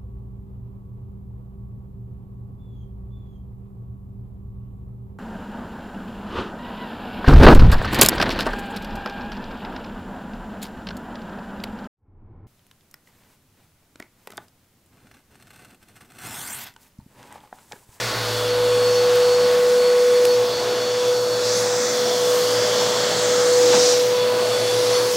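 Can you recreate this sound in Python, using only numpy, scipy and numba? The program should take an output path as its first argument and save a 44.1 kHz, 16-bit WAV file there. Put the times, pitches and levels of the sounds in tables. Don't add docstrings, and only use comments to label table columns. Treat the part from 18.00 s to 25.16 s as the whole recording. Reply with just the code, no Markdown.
import sys
import numpy as np
from scipy import signal
from scipy.fft import rfft, irfft
from scipy.io import wavfile
from scipy.ndimage import uniform_filter1d
from numba import njit

SR = 44100
rng = np.random.default_rng(int(sys.argv[2]) if len(sys.argv) > 2 else 0)


def unload_wav(signal):
    wavfile.write(
        sys.argv[1],
        SR,
        np.round(np.clip(np.atleast_2d(signal).T, -1, 1) * 32767).astype(np.int16),
    )


def nominal_scale(level):
    x = np.asarray(level, float) / 20
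    return 10 ** x


N = 315756
TIME = np.arange(N) / SR
BINS_HZ = np.maximum(np.arange(N // 2 + 1) * SR / N, 1)


def curves(table):
    time_s, *columns = np.transpose(table)
    return [np.interp(TIME, time_s, column) for column in columns]


def unit(x):
    return x / np.sqrt(np.mean(x ** 2))


def walk(rate_hz):
    hold = int(SR / rate_hz)
    steps = np.repeat(rng.standard_normal(N // hold + 1), hold)
    slewed = uniform_filter1d(uniform_filter1d(steps, hold), hold)
    return unit(slewed[:N])


def bell(centre_s, half_s):
    return np.exp(-.5 * ((TIME - centre_s) / half_s) ** 2)


def swells(table, floor_db):
    bells = sum(nominal_scale(level_db) * bell(centre_s, half_s) for centre_s, half_s, level_db in table)
    return 20 * np.log10(nominal_scale(floor_db) + bells)


def fade(depth_db, rate_hz):
    return depth_db * np.minimum(walk(rate_hz), .7)


def tone(pitch_hz, level_db):
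    cycles = np.cumsum(pitch_hz * np.ones(N)) / SR + rng.random()
    return np.sqrt(2) * nominal_scale(level_db) * np.sin(2 * np.pi * cycles)


@njit
def svf(x, centre_hz, width_hz):
    y, b, l = np.empty(len(x)), 0., 0.
    for i in range(len(x)):
        g = np.tan(np.pi * centre_hz[i] / SR)
        k = width_hz[i] / centre_hz[i]
        v = (b + g * (x[i] - l)) / (1 + g * (g + k))
        b, l, y[i] = 2 * v - b, l + 2 * g * v, k * v
    return y


def band(x, centre_hz, width_hz):
    centre_hz = np.clip(centre_hz, 20, .45 * SR) * np.ones(len(x))
    width_hz = width_hz * np.ones(len(x))
    return svf(svf(x, centre_hz, width_hz), centre_hz, width_hz)


# pitch_hz, density_db_per_hz
ROAR = [(25, -86), (48, -101), (90, -74.5), (170, -67), (600, -57.5), (800, -61.5), (1300, -63),
        (2400, -69), (3400, -67), (4700, -66), (6500, -70.5), (9000, -77.5), (12000, -83), (15800, -83.5)]
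# time_s, nearness_db, shade_db (of hand and body)
PHONE = [(0, 0.5, 1), (.12, 0.5, 1), (.6, -0.5, 0), (1.4, 0.5, -0.5), (2.2, -2.5, 1), (2.75, 0, -3.5),
         (3.25, -3.5, -2.5), (3.6, 0, 1), (3.85, -1, -1.5), (4.3, -0.5, 3.5), (4.55, 3, 1.5),
         (5.4, 3.5, 0.5), (5.86, 2.5, 2), (6.05, -1.5, 2.5), (6.24, 1, -1.5), (6.6, 0, 1.5), (6.95, 1, 1),
         (7.16, -1.5, 4.5)]


def roar():
    octave = np.log2(BINS_HZ)
    pitch_hz, density_db = np.transpose(ROAR)
    colour = nominal_scale(np.interp(octave, np.log2(pitch_hz), density_db)) * np.sqrt(SR / 2)
    air = rfft(rng.standard_normal(N)) * colour
    near_db, shade_db = curves(PHONE)
    path_octave = np.log2([250, 1250, 3500, 11000])
    near_share, shade_share = (.23, .99, .59, .15), (-.036, -.041, .47, .94)
    drift_db_per_s = (.72, 0, 0, 0)
    reach_db = np.outer(near_share, near_db) + np.outer(shade_share, shade_db)
    reach_db += np.outer(drift_db_per_s, TIME - TIME[-1] / 2)
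    out = np.zeros(N)
    for centre in np.arange(4.5, 14.6, .5):
        path_mix = [np.interp(centre, path_octave, row) for row in np.eye(4)]
        part = irfft(air * np.clip(1 - 2 * abs(octave - centre), 0, 1), N)
        flicker_db = .79 * walk(2.17) + 1.16 * walk(9)
        out += part * nominal_scale(path_mix @ reach_db + flicker_db)
    return out


HUM_HZ = (112.6, 119.9, 59.2, 1102, 225.4)
# centre_s, half_s, level_db
BELT = [(.3, 0.16, -33.5), (.8, 0.22, -36.5), (1.4, 0.14, -44.5), (2.42, 0.047, -43), (2.85, .15, -49),
        (3.55, 0.18, -41.5), (4.58, 0.1, -40), (5.2, 0.29, -44.5), (5.73, 0.12, -45), (6.7, 0.35, -40.5)]
# centre_s, half_s, level_db
MAINS = [(0, 0.17, -37), (1.15, .1, -51), (2.5, 0.27, -48), (3.2, 0.17, -45), (4.2, 0.22, -47),
         (4.87, 0.12, -46), (6.05, .15, -46), (6.85, .25, -44)]
# centre_s, half_s, level_db
BRUSH = [(.1, .2, -54), (.6, .15, -53), (1.3, .2, -56), (1.75, .15, -60), (2.58, .12, -59), (3.4, .15, -61),
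         (4.85, .15, -62), (5.75, .2, -59), (6.85, .1, -60)]
# centre_s, half_s, level_db
MIX = [(.1, 0.16, -41), (1.5, 0.64, -40.5), (2.85, .1, -46), (4.3, 0.13, -42.5), (5.16, .1, -46),
       (7.05, .2, -44)]
# centre_s, half_s, level_db
BELT_TWICE = [(1.75, 0.16, -48), (2.55, 0.37, -48.5), (3.9, 0.22, -43), (4.95, 0.21, -46), (6.3, 0.19, -48)]
# pitch_hz, level_db
SIDE_LINES = [(338, -49), (429.5, -46), (604.5, -44), (869.4, -48), (1276, -49), (1707, -56)]


def hum():
    floor_db = -60
    levels_db = (swells(BELT, floor_db),
                 swells(MAINS, floor_db),
                 swells(BRUSH, -72),
                 swells(MIX, -54) + fade(2.8, 9),
                 swells(BELT_TWICE, floor_db))
    out = sum(tone(pitch_hz, level_db) for pitch_hz, level_db in zip(HUM_HZ, levels_db))
    for pitch_hz, level_db in SIDE_LINES:
        out += tone(pitch_hz + .885 * walk(3), level_db + fade(4.7, 5.5))
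    return out


# time_s, level_db, centre_hz, notch_hz (of the hand's shadow, also setting the
JET = [(2.9, -38.5, 5770, 3250), (3.39, -35, 5700, 3100), (3.45, -27.5, 5300, 3000),
       (3.69, -30.5, 6500, 2880), (3.82, -28, 6400, 2800), (4.02, -28.5, 4700, 2560),
       (4.25, -34.5, 5540, 2390), (4.45, -30.5, 5500, 2420), (4.85, -30.5, 5500, 2450),
       (5.4, -29.5, 5800, 2380), (5.65, -26, 5660, 2300), (5.73, -22.5, 5300, 2500),
       (5.9, -20.5, 5600, 2700), (5.97, -25.5, 5200, 2800), (6.16, -42, 4900, 2900), (6.4, -45, 4900, 2900),
       (6.95, -28.5, 4800, 2900), (7.16, -50, 5000, 2900)]


def jet():
    level_db, centre_hz, _ = curves(JET)
    level_db = level_db - 25 * np.clip(JET[0][0] - TIME, 0, 1)
    hits = rng.random(N) < .05
    dust = hits * nominal_scale(2.5 * rng.exponential(size=N)) * rng.standard_normal(N)
    air = rng.standard_normal(N) + .22 * unit(dust)
    top_edge_hz, patch_hz = 8540, 800
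    hiss = rfft(band(air, centre_hz, .89 * centre_hz)) / (1 + (BINS_HZ / top_edge_hz) ** 9)
    out = np.zeros(N)
    for k in range(1, 16):
        patch = irfft(hiss * np.clip(1 - abs(BINS_HZ / patch_hz - k), 0, 1), N)
        out += patch * nominal_scale(1.5 * walk(6))
    return unit(out) * nominal_scale(level_db)


# centre_s, half_s, centre_hz, width_hz
WHISTLE = [(3.12, .12, 13500, 2000), (3.59, .045, 10000, 6000), (4.38, .12, 13200, 2500),
           (4.5, .1, 9200, 1200), (4.7, .7, 600, 70), (4.9, .8, 172, 30), (6.5, .15, 630, 100),
           (5.15, .35, 7200, 1200), (4.57, .1, 4750, 500), (4.9, .5, 3400, 500), (6.9, .3, 10000, 4000),
           (3.55, .06, 6000, 1600), (5.85, .06, 5700, 2000), (4.12, .12, 3400, 800), (5.45, .12, 6600, 500),
           (1.45, .35, 186, 25), (3.8, .3, 1900, 600), (4.1, .12, 680, 150), (3.52, .06, 4600, 900),
           (6.35, .18, 1100, 500), (4.95, .45, 1500, 900), (5.76, .06, 3900, 900), (5.68, .1, 340, 120),
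           (5.8, .08, 8200, 2000)]
WHISTLE_DB = [-52, -38, -44, -45, -34, -43.5, -32, -36, -31, -36.5, -41, -29, -25, -36, -36, -45.5, -39,
              -32, -33, -36, -38, -33, -34, -38.5]


def whistles():
    out = np.zeros(N)
    for (centre_s, half_s, centre_hz, width_hz), peak_db in zip(WHISTLE, WHISTLE_DB):
        ring = unit(band(rng.standard_normal(N), centre_hz, width_hz))
        out += nominal_scale(peak_db) * bell(centre_s, half_s) * ring
    return out


def near_echo(x):
    notch_hz = curves(JET)[2]
    from_s, to_s, ease_s = 3.1, 5.62, .076
    share = .29 * np.clip(np.minimum(TIME - from_s, to_s - TIME) / ease_s, 0, 1)
    dull = band(x, 1.7 * notch_hz, 2.6 * notch_hz)
    late = np.interp(np.arange(N) - 2 * SR / notch_hz, np.arange(N), dull)
    cancelled = svf(x, notch_hz, .3 * notch_hz)
    return x - share * (1.15 * cancelled + .5 * late)


# start_s, level_db, centre_hz, width_hz, t60_s
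TICKS = [
    (1.1564, -19, 14000, 9000, .007),
    (2.2519, -11, 3800, 7000, .011),
    (2.2522, -19, 13000, 8000, .008),
    (2.2550, -22, 10500, 2500, .008),
    (2.2675, -24, 9000, 9000, .008),
    (.48, -31, 11000, 6000, .01),
]
# start_s, level_db, centre_hz, width_hz, t60_s
BUMP = [
    (5.726, -16.5, 750, 900, .28),
    (5.727, -24, 2200, 2500, .22),
    (5.738, -25, 215, 120, .35),
    (2.55, -42, 95, 50, .35),
]


def knocks(table, rise_s):
    out = np.zeros(N)
    t = np.arange(SR // 2) / SR
    for start_s, level_db, centre_hz, width_hz, t60_s in table:
        burst = unit(band(rng.standard_normal(len(t)), centre_hz, width_hz))
        envelope = (1 - np.exp(-t / rise_s)) * np.exp(-np.log(1000) * t / t60_s)
        start = int(start_s * SR)
        out[start:start + len(t)] += nominal_scale(level_db) * burst * envelope
    return out


# time_s, pitch_hz
SPEED = [(0, 489.8), (.5, 491.1), (2.6, 491.1), (2.9, 492.5), (4.3, 492.2), (6.1, 492.6), (6.4, 493.6),
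         (7.16, 492.4)]
# time_s, level_db
SHAFT = [(0, -36), (.2, -34.5), (.5, -21.5), (.66, -18), (.86, -16.5), (1.11, -16.5), (2.25, -14),
         (2.41, -16.5), (2.54, -25), (3.1, -20.5), (4.27, -21.5), (5.04, -22.5), (5.13, -26.5),
         (5.32, -18.5), (5.6, -14.5), (6.62, -21.5), (6.97, -17.5), (7.16, -22)]
# centre_s, half_s, change_db
WOBBLE = [(2.597, 0.028, 0.5), (3.045, .02, -0.5), (3.1, 0.026, 2.5), (3.31, 0.033, -0.5),
          (3.55, 0.045, 0.5), (3.9, .04, -3), (4.188, 0.027, -1.5), (4.35, 0.14, 2), (4.66, .04, -2),
          (6.0, 0.051, 0.2)]
# centre_s, half_s, level_db
BLADE = [(.17, 0.043, -36.5), (.34, 0.052, -35.5), (.52, 0.045, -39), (.72, .08, -38), (.94, 0.067, -31),
         (1.05, 0.012, -40), (1.3, 0.067, -37.5), (1.46, 0.047, -34), (1.87, 0.063, -36), (2.01, .015, -42),
         (2.17, 0.02, -33), (2.31, 0.027, -33), (2.56, 0.036, -36.5), (2.71, 0.05, -41), (2.87, 0.061, -36),
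         (3.17, 0.075, -39.5), (3.33, 0.049, -36), (3.58, 0.045, -37), (3.85, 0.036, -39),
         (4.17, 0.041, -38.5), (4.48, 0.062, -41), (4.75, 0.035, -40), (5.0, .15, -42.5),
         (5.14, 0.018, -37), (5.54, .02, -37), (6.24, 0.067, -39.5), (6.52, 0.087, -37), (6.68, 0.033, -40),
         (6.96, .03, -33), (7.05, .03, -36)]
# centre_s, half_s, level_db
SEVENTH = [(0.026, .03, -48), (.14, 0.027, -49), (0.41, 0.089, -40.5), (.72, .07, -42), (0.996, .04, -48),
           (1.48, 0.032, -47), (1.826, 0.055, -49), (2.03, 0.028, -42), (2.154, .04, -48),
           (2.517, 0.077, -40), (2.816, 0.093, -43), (3.095, 0.062, -41), (3.38, 0.055, -46),
           (3.6, 0.092, -44), (3.94, 0.066, -41), (4.128, 0.037, -41), (4.29, .03, -40),
           (4.617, 0.084, -46), (5.05, 0.27, -43), (5.752, 0.032, -42), (6.215, .04, -37),
           (6.54, 0.038, -36), (6.695, 0.04, -35), (6.957, .05, -43)]
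# centre_s, half_s, level_db
SECOND = [(.6, .2, -45), (2.45, .08, -42), (3.02, .06, -41), (3.68, .06, -43), (4.17, .08, -39),
          (6.28, .15, -41), (6.95, .12, -40)]
# centre_s, half_s, level_db
THIRD = [(.05, .12, -42), (.75, .3, -43), (1.6, .5, -44), (2.49, .04, -46), (3.12, .1, -43),
         (6.2, .06, -42), (6.5, .15, -44)]
BETWEEN_DB = -46.5, -47, -50.5, -55
# multiple_of_shaft, level_db
FAINT_ORDERS = [(12, -56), (18, -62), (24, -64)]


def whine():
    shaft_hz = uniform_filter1d(curves(SPEED)[0], SR // 4) + .2 * walk(12)
    near_wall = 1. * (TIME > 2.5) * (TIME < 5.3)
    unsteady = uniform_filter1d(near_wall, SR // 4)
    shaft_db = curves(SHAFT)[0] + .4 * walk(9) + .6 * unsteady * walk(7)
    shaft_db += sum(change_db * bell(centre_s, half_s) for centre_s, half_s, change_db in WOBBLE)
    blade_db, seventh_db, second_db, third_db = map(swells, (BLADE, SEVENTH, SECOND, THIRD), BETWEEN_DB)
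    out = tone(shaft_hz, shaft_db)
    out += tone(9 * shaft_hz, blade_db + fade(2.5, 25))
    out += tone(7 * shaft_hz, seventh_db + fade(2.5, 20))
    out += tone(2 * shaft_hz, second_db + fade(3.5, 11))
    out += tone(3 * shaft_hz, third_db + fade(3.5, 11))
    for order, level_db in FAINT_ORDERS:
        out += tone(order * shaft_hz, level_db + 3.5 * walk(7))
    return out


def scene():
    air = near_echo(roar() + jet() + whistles())
    ticks = knocks(TICKS, rise_s=.0003)
    bump = knocks(BUMP, rise_s=.005)
    mono = hum() + air + ticks + bump + whine()
    return np.array([mono, mono])


PATCH_EDGES_HZ = [4200, 4700, 5500, 6300, 7600, 8400, 9000, 10400, 11800, 12600, 13800, 14600, 15700]


def treble_patches(mono, count=48):
    side, size = np.zeros(N), 2048
    pitch_hz = np.arange(size // 2 + 1) * SR / size
    for when, where, wide in rng.random((count, 3)):
        start = 52 + 1024 * int(when * (N // 1024 - 4))
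        low = int(where * (len(PATCH_EDGES_HZ) - 2))
        high = low + 1 + int(wide > .4)
        inside = (pitch_hz > PATCH_EDGES_HZ[low]) & (pitch_hz < PATCH_EDGES_HZ[high])
        scrambled = np.exp(2j * np.pi * rng.random(len(pitch_hz)))
        other = rfft(mono[start:start + size]) * inside * scrambled
        side[start:start + size] += np.hanning(size) * irfft(other, size)
    return side


def low_pass(x):
    return signal.sosfilt(signal.butter(12, 17000, fs=SR, output="sos"), x)


def record(dry):
    top_cut = signal.ellip(10, .2, 70, 15750, fs=SR, output="sos")
    mono = signal.sosfilt(top_cut, dry[0])
    side = nominal_scale(-2.5) * treble_patches(mono)
    return low_pass(np.array([mono + side, mono - side]))


dry = scene()
out = record(dry)
unload_wav(out)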